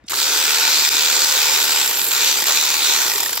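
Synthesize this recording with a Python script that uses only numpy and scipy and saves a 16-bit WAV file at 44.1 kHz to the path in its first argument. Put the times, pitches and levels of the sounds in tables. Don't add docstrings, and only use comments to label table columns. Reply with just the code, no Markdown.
import sys
import numpy as np
from scipy import signal
from scipy.fft import rfft, irfft, next_fast_len
from scipy.io import wavfile
from scipy.ndimage import uniform_filter1d

SR = 44100
rng = np.random.default_rng(int(sys.argv[2]) if len(sys.argv) > 2 else 0)


def gain_from_decibels(decibels):
    exponent = np.asarray(decibels, float) / 20
    return 10 ** exponent


def bounce(signal):
    frames = np.transpose(np.atleast_2d(signal))
    limited = np.clip(frames, -1, 1)
    pcm = np.round(limited * 32767).astype(np.int16)
    wavfile.write(sys.argv[1], SR, pcm)


N = 149940
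SIZE = next_fast_len(N + 8192, True)
T, HZ = np.arange(N) / SR, np.fft.rfftfreq(SIZE, 1 / SR)


def evened(x):
    return x / np.sqrt(np.mean(x ** 2) + 1e-20)


def curve(points, axis=1):
    columns = np.transpose(points)
    return np.interp(T, columns[0], columns[axis])


def read(points):
    f, value = np.transpose(points)
    return np.interp(np.log(HZ + 1), np.log(f + 1), value)


def bell(hz, width):
    return 1 / np.sqrt(1 + (2 * (HZ - hz) / width) ** 2)


def colour(x, gain):
    return irfft(rfft(x, SIZE) * gain, SIZE)[..., :N]


def noise():
    return rng.standard_normal((2, N))


def drift(hz):
    return evened(colour(rng.standard_normal(N), bell(0, 2 * hz) ** 2))


def steps(count):
    return rng.standard_normal(4000)[count.astype(int) % 4000]


# [hz, level_db per Hz]
YARD_TONE = [(18, -32), (30, -7), (680, -5), (837, -9), (1200, -10), (1780, -8), (15000, -48)]


def yard():
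    return gain_from_decibels(-57.5) * evened(colour(noise(), gain_from_decibels(read(YARD_TONE))))


# [time_s, speed_turns_per_s]
CRANK_SPEED = [(0.085, 0), (0.1, 31.36), (0.15, 59.87), (0.22, 75.76), (1.75, 75.81), (1.85, 65.24),
               (1.95, 48.37), (2.09, 35.29), (2.15, 69.0), (2.22, 75.13), (2.31, 74.37), (2.44, 51.65),
               (2.46, 77.25), (2.96, 77.15), (3.1, 54.88), (3.25, 33.21), (3.4, 17.88)]
# [time_s, drive_effort_db, yoke_slack_db, steel_rub_db]
LOAD = [(.096, -31, -4, 4), (.13, -30, 2, -2), (.2, -22, -20, -3.5), (.54, -21.5, -8, -4.5),
        (.63, -21.5, -2, -4.5), (1.82, -21, 2, -4), (1.87, -25.5, 6, 4), (2.1, -29, -13, 7),
        (2.115, -24, -4, 5), (2.31, -19, -1.5, -4.5), (2.335, -23.5, -3, -2), (2.44, -25, 5.5, 0),
        (2.47, -21.5, 8, -5), (2.82, -21.5, -20, -10), (2.87, -19.5, -2.5, -7), (3.07, -24, 6.5, -2),
        (3.1, -25.5, 4.5, 1), (3.4, -33, 7.5, 4)]


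def crank():
    speed = curve(CRANK_SPEED)
    effort_db = curve(LOAD) - 60 * (T < LOAD[0][0])
    return np.cumsum(speed) / SR, speed, effort_db


# [pitch_hz, level_db]
SWITCH_WHINE = [(3688, -64), (4926, -77), (5512, -70), (7364, -78), (9259, -88), (11025, -87), (12888, -83)]
# [time_s, level_db, length_s, centre_hz]
TRIGGER_TICKS = [
    (0.041, -57, .002, 4930),
    (.046, -49, 0.0073, 250),
    (0.069, -51, 0.0063, 6900),
    (0.086, -27.5, 0.0044, 4500),
    (.097, -25, .0015, 11000),
    (0.124, -25, 0.0015, 1450),
    (0.135, -19, 0.0025, 1180),
    (2.501, -23, 0.02, 1120),
]


def trigger():
    on_s, off_s, fade_s = 0.046, 0.066, 0.004
    whining = np.clip(np.minimum(T - on_s, off_s - T) / fade_s, 0, 1)
    whine = sum(gain_from_decibels(db + 3) * np.sin(2 * np.pi * hz * T) for hz, db in SWITCH_WHINE)
    out = whining * whine * np.ones((2, 1))
    for start_s, db, length_s, hz in TRIGGER_TICKS:
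        tone = bell(hz, 0.9 * hz) ** 2 * np.minimum(2 * HZ / hz, 1) ** 2
        out += gain_from_decibels(db) * evened(colour(noise(), tone)) * np.exp(-((T - start_s) / length_s) ** 2)
    return out


# [centre_hz, width_hz]
SHAKE = [(53, 44), (80, 8.5), (115, 21)]
# [multiple of crank speed, level_db]
ORDERS = [(4, -51.5), (5, -54), (6, -46), (7, -45), (10, -46), (12, -41), (13, -42)]


def hum(turns, speed):
    shaky = turns + 0.012 * drift(hz=42)
    tones = np.zeros(N)
    for multiple, db in ORDERS:
        wave = np.sin(2 * np.pi * (multiple * shaky + rng.random()))
        tones += wave * gain_from_decibels(db + 4.5 * drift(hz=9))
    tones *= gain_from_decibels(-6 * (T > LEVEL_DIPS[-1][0]))
    shake = sum(evened(colour(noise(), bell(hz, width) ** 2)) for hz, width in SHAKE)
    return tones * (speed / speed.max()) ** 7 + shake * gain_from_decibels(-62.5)


# [pitch_hz, width_hz, level_db, share of effort, share of rub]
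SINGING_PARTS = [(394, 163, -44.5, 0.094, 0.19), (486, 150, -49.5, 0.23, 1), (936, 410, -42, 0.19, 0.29),
                 (1530, 1200, -41, 0.14, 0.16), (7400, 320, -27.5, 0.82, 1), (12900, 1000, -34, 0.12, 1.2),
                 (13850, 700, -33, 0.36, 0.19), (13300, 10600, -29.5, 0.1, 0.82)]


def sing(speed, effort_db):
    stop_speed = 32
    started = np.clip((T - LOAD[0][0]) / 0.0095, 0, 1)
    running = started * np.where(T > 1, np.minimum(speed / stop_speed, 1), 1)
    strain_db, rub_db = effort_db - effort_db.max(), curve(LOAD, axis=3)
    out = np.zeros((2, N))
    for hz, width, db, effort_share, rub_share in SINGING_PARTS:
        flicker_db = 4 * drift(hz=69.5)
        tone = evened(colour(noise(), bell(hz, width) ** 2))
        out += running * tone * gain_from_decibels(db + effort_share * strain_db + rub_share * rub_db + flicker_db)
    return out


# [pitch_hz, level_db, t60_s]
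YOKE_RINGS = [(410, -18.5, 0.011), (914, -2.5, 0.025), (1140, -4, 0.015), (1450, -7.5, 0.0049),
              (1890, -0.5, 0.023), (2810, -6.5, 0.0056), (2960, -11, 0.013), (3750, -5, 0.0034),
              (5260, -10, 0.0028), (7170, 5, 0.011), (10800, -17, 0.0042), (12500, 5, 0.0046),
              (14600, -11, .004)]


def knock(turns, speed):
    knock_db, burst_s, ring_spread_db = -32, 0.0051, 3.5
    off_s = (turns - np.round(turns)) / (speed + 1e-3)
    burst = np.exp(-(off_s / burst_s * 2) ** 2) * (turns > 0.5)
    burst = burst * gain_from_decibels(knock_db + curve(LOAD, axis=2))
    t, out = T[:2000], np.zeros((2, N))
    for hz, db, t60 in YOKE_RINGS:
        ring = gain_from_decibels(-60 * t / t60) * np.sin(2 * np.pi * hz * t)
        ring = ring / np.linalg.norm(ring)
        drive = burst * gain_from_decibels(db + ring_spread_db * steps(turns + 0.5)) * noise()
        out += signal.oaconvolve(drive, ring[None], axes=1)[:, :N]
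    return colour(out, np.minimum(HZ / 330, 1) ** 3)


# [hz, level_db per Hz]
GRIND_TONE = [(200, -43), (400, -18.5), (900, -11.5), (2200, -5.5), (4300, -0.5), (7900, -1), (8600, -13.5),
              (15500, -8.5)]
# [centre_hz, width_hz, lift_db]
HOUSING_RINGS = [(395, 450, 5), (616, 76, -12), (895, 83, 7.5), (1450, 225, 7), (2446, 310, 6),
                 (3050, 1200, -0.5), (3585, 420, 4), (4000, 70, 3.5), (4530, 1200, 2)]


def grind(turns, speed, effort_db):
    grind_db, teeth = 5.5, 12
    angle = 2 * np.pi * turns
    beat_db = 1.5 * np.cos(angle) + np.cos(2 * angle) + np.cos(3 * angle)
    beat_db = beat_db * (1 + 0.9 * (1 - speed / speed.max()))
    tooth_db = 2 * uniform_filter1d(steps(turns * teeth), 12)
    force = gain_from_decibels(effort_db + beat_db + tooth_db + 0.5 * drift(hz=38.6))
    lift_db = sum(db * bell(hz, width) ** 2 for hz, width, db in HOUSING_RINGS)
    body = gain_from_decibels(read(GRIND_TONE) + lift_db) * np.minimum(HZ / 200, 1) ** 2
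    return gain_from_decibels(grind_db) * colour(force * noise(), body / np.sqrt(np.mean(body ** 2)))


def patchy(x, spread_db):
    z = signal.stft(x, nperseg=256)[2]
    field = rng.standard_normal(z.shape[1:])
    field = uniform_filter1d(field, size=5, axis=0)
    field = evened(uniform_filter1d(field, size=50, axis=1))
    return signal.istft(z * gain_from_decibels(spread_db * field), nperseg=256)[1][:, :N]


# [hz, left_minus_right_db]
PORT_BALANCE = [(250, 1.5), (740, 7.5), (2300, 4.5), (3100, -1), (5000, 3), (7000, -5.5), (9500, -15),
                (12000, 0)]
# [hz, likeness 0 to 1]
PORT_LIKENESS = [(60, 0.99), (450, 0.65), (1200, 0.64), (3300, 0.5), (5500, 0.6), (9000, 0.075)]


def ports(pair):
    left_lag_s = 4e-5
    a, b = rfft(pair, SIZE)
    same = np.clip(read(PORT_LIKENESS), 0, 1)
    tilt = gain_from_decibels(read(PORT_BALANCE) / 2)
    norm = np.sqrt(2 / (tilt ** 2 + tilt ** -2))
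    left = a * tilt * np.exp(-2j * np.pi * HZ * left_lag_s)
    right = (same * a + np.sqrt(1 - same ** 2) * b) / tilt
    return irfft(norm * np.array([left, right]), SIZE)[:, :N]


def scene():
    turns, speed, effort_db = crank()
    background = yard() + trigger() + hum(turns, speed)
    tool = sing(speed, effort_db) + knock(turns, speed)
    tool = tool + patchy(grind(turns, speed, effort_db), spread_db=1.5)
    return ports(background + tool)


def band_limit(x):
    return signal.sosfilt(signal.butter(12, 17090, fs=SR, output="sos"), x)


# [time_s, depth_db, fade_in_s]
LEVEL_DIPS = [
    (.8935, -14, 0.014),
    (2.443, -6.5, 0.023),
]


def record(dry):
    ceiling, low_hz, edge_hz = 0.8, 45, 15840
    gain_db = sum(db * (T > s) * np.clip(1 - (T - s) / fade_s, 0, 1) for s, db, fade_s in LEVEL_DIPS)
    band = np.clip((edge_hz - HZ) / 150, 0, 1) / np.sqrt(1 + (low_hz / (HZ + 1)) ** 6)
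    limited = ceiling * np.tanh(dry / ceiling)
    return band_limit(colour(limited * gain_from_decibels(gain_db), band))


dry = scene()
out = record(dry)
bounce(out)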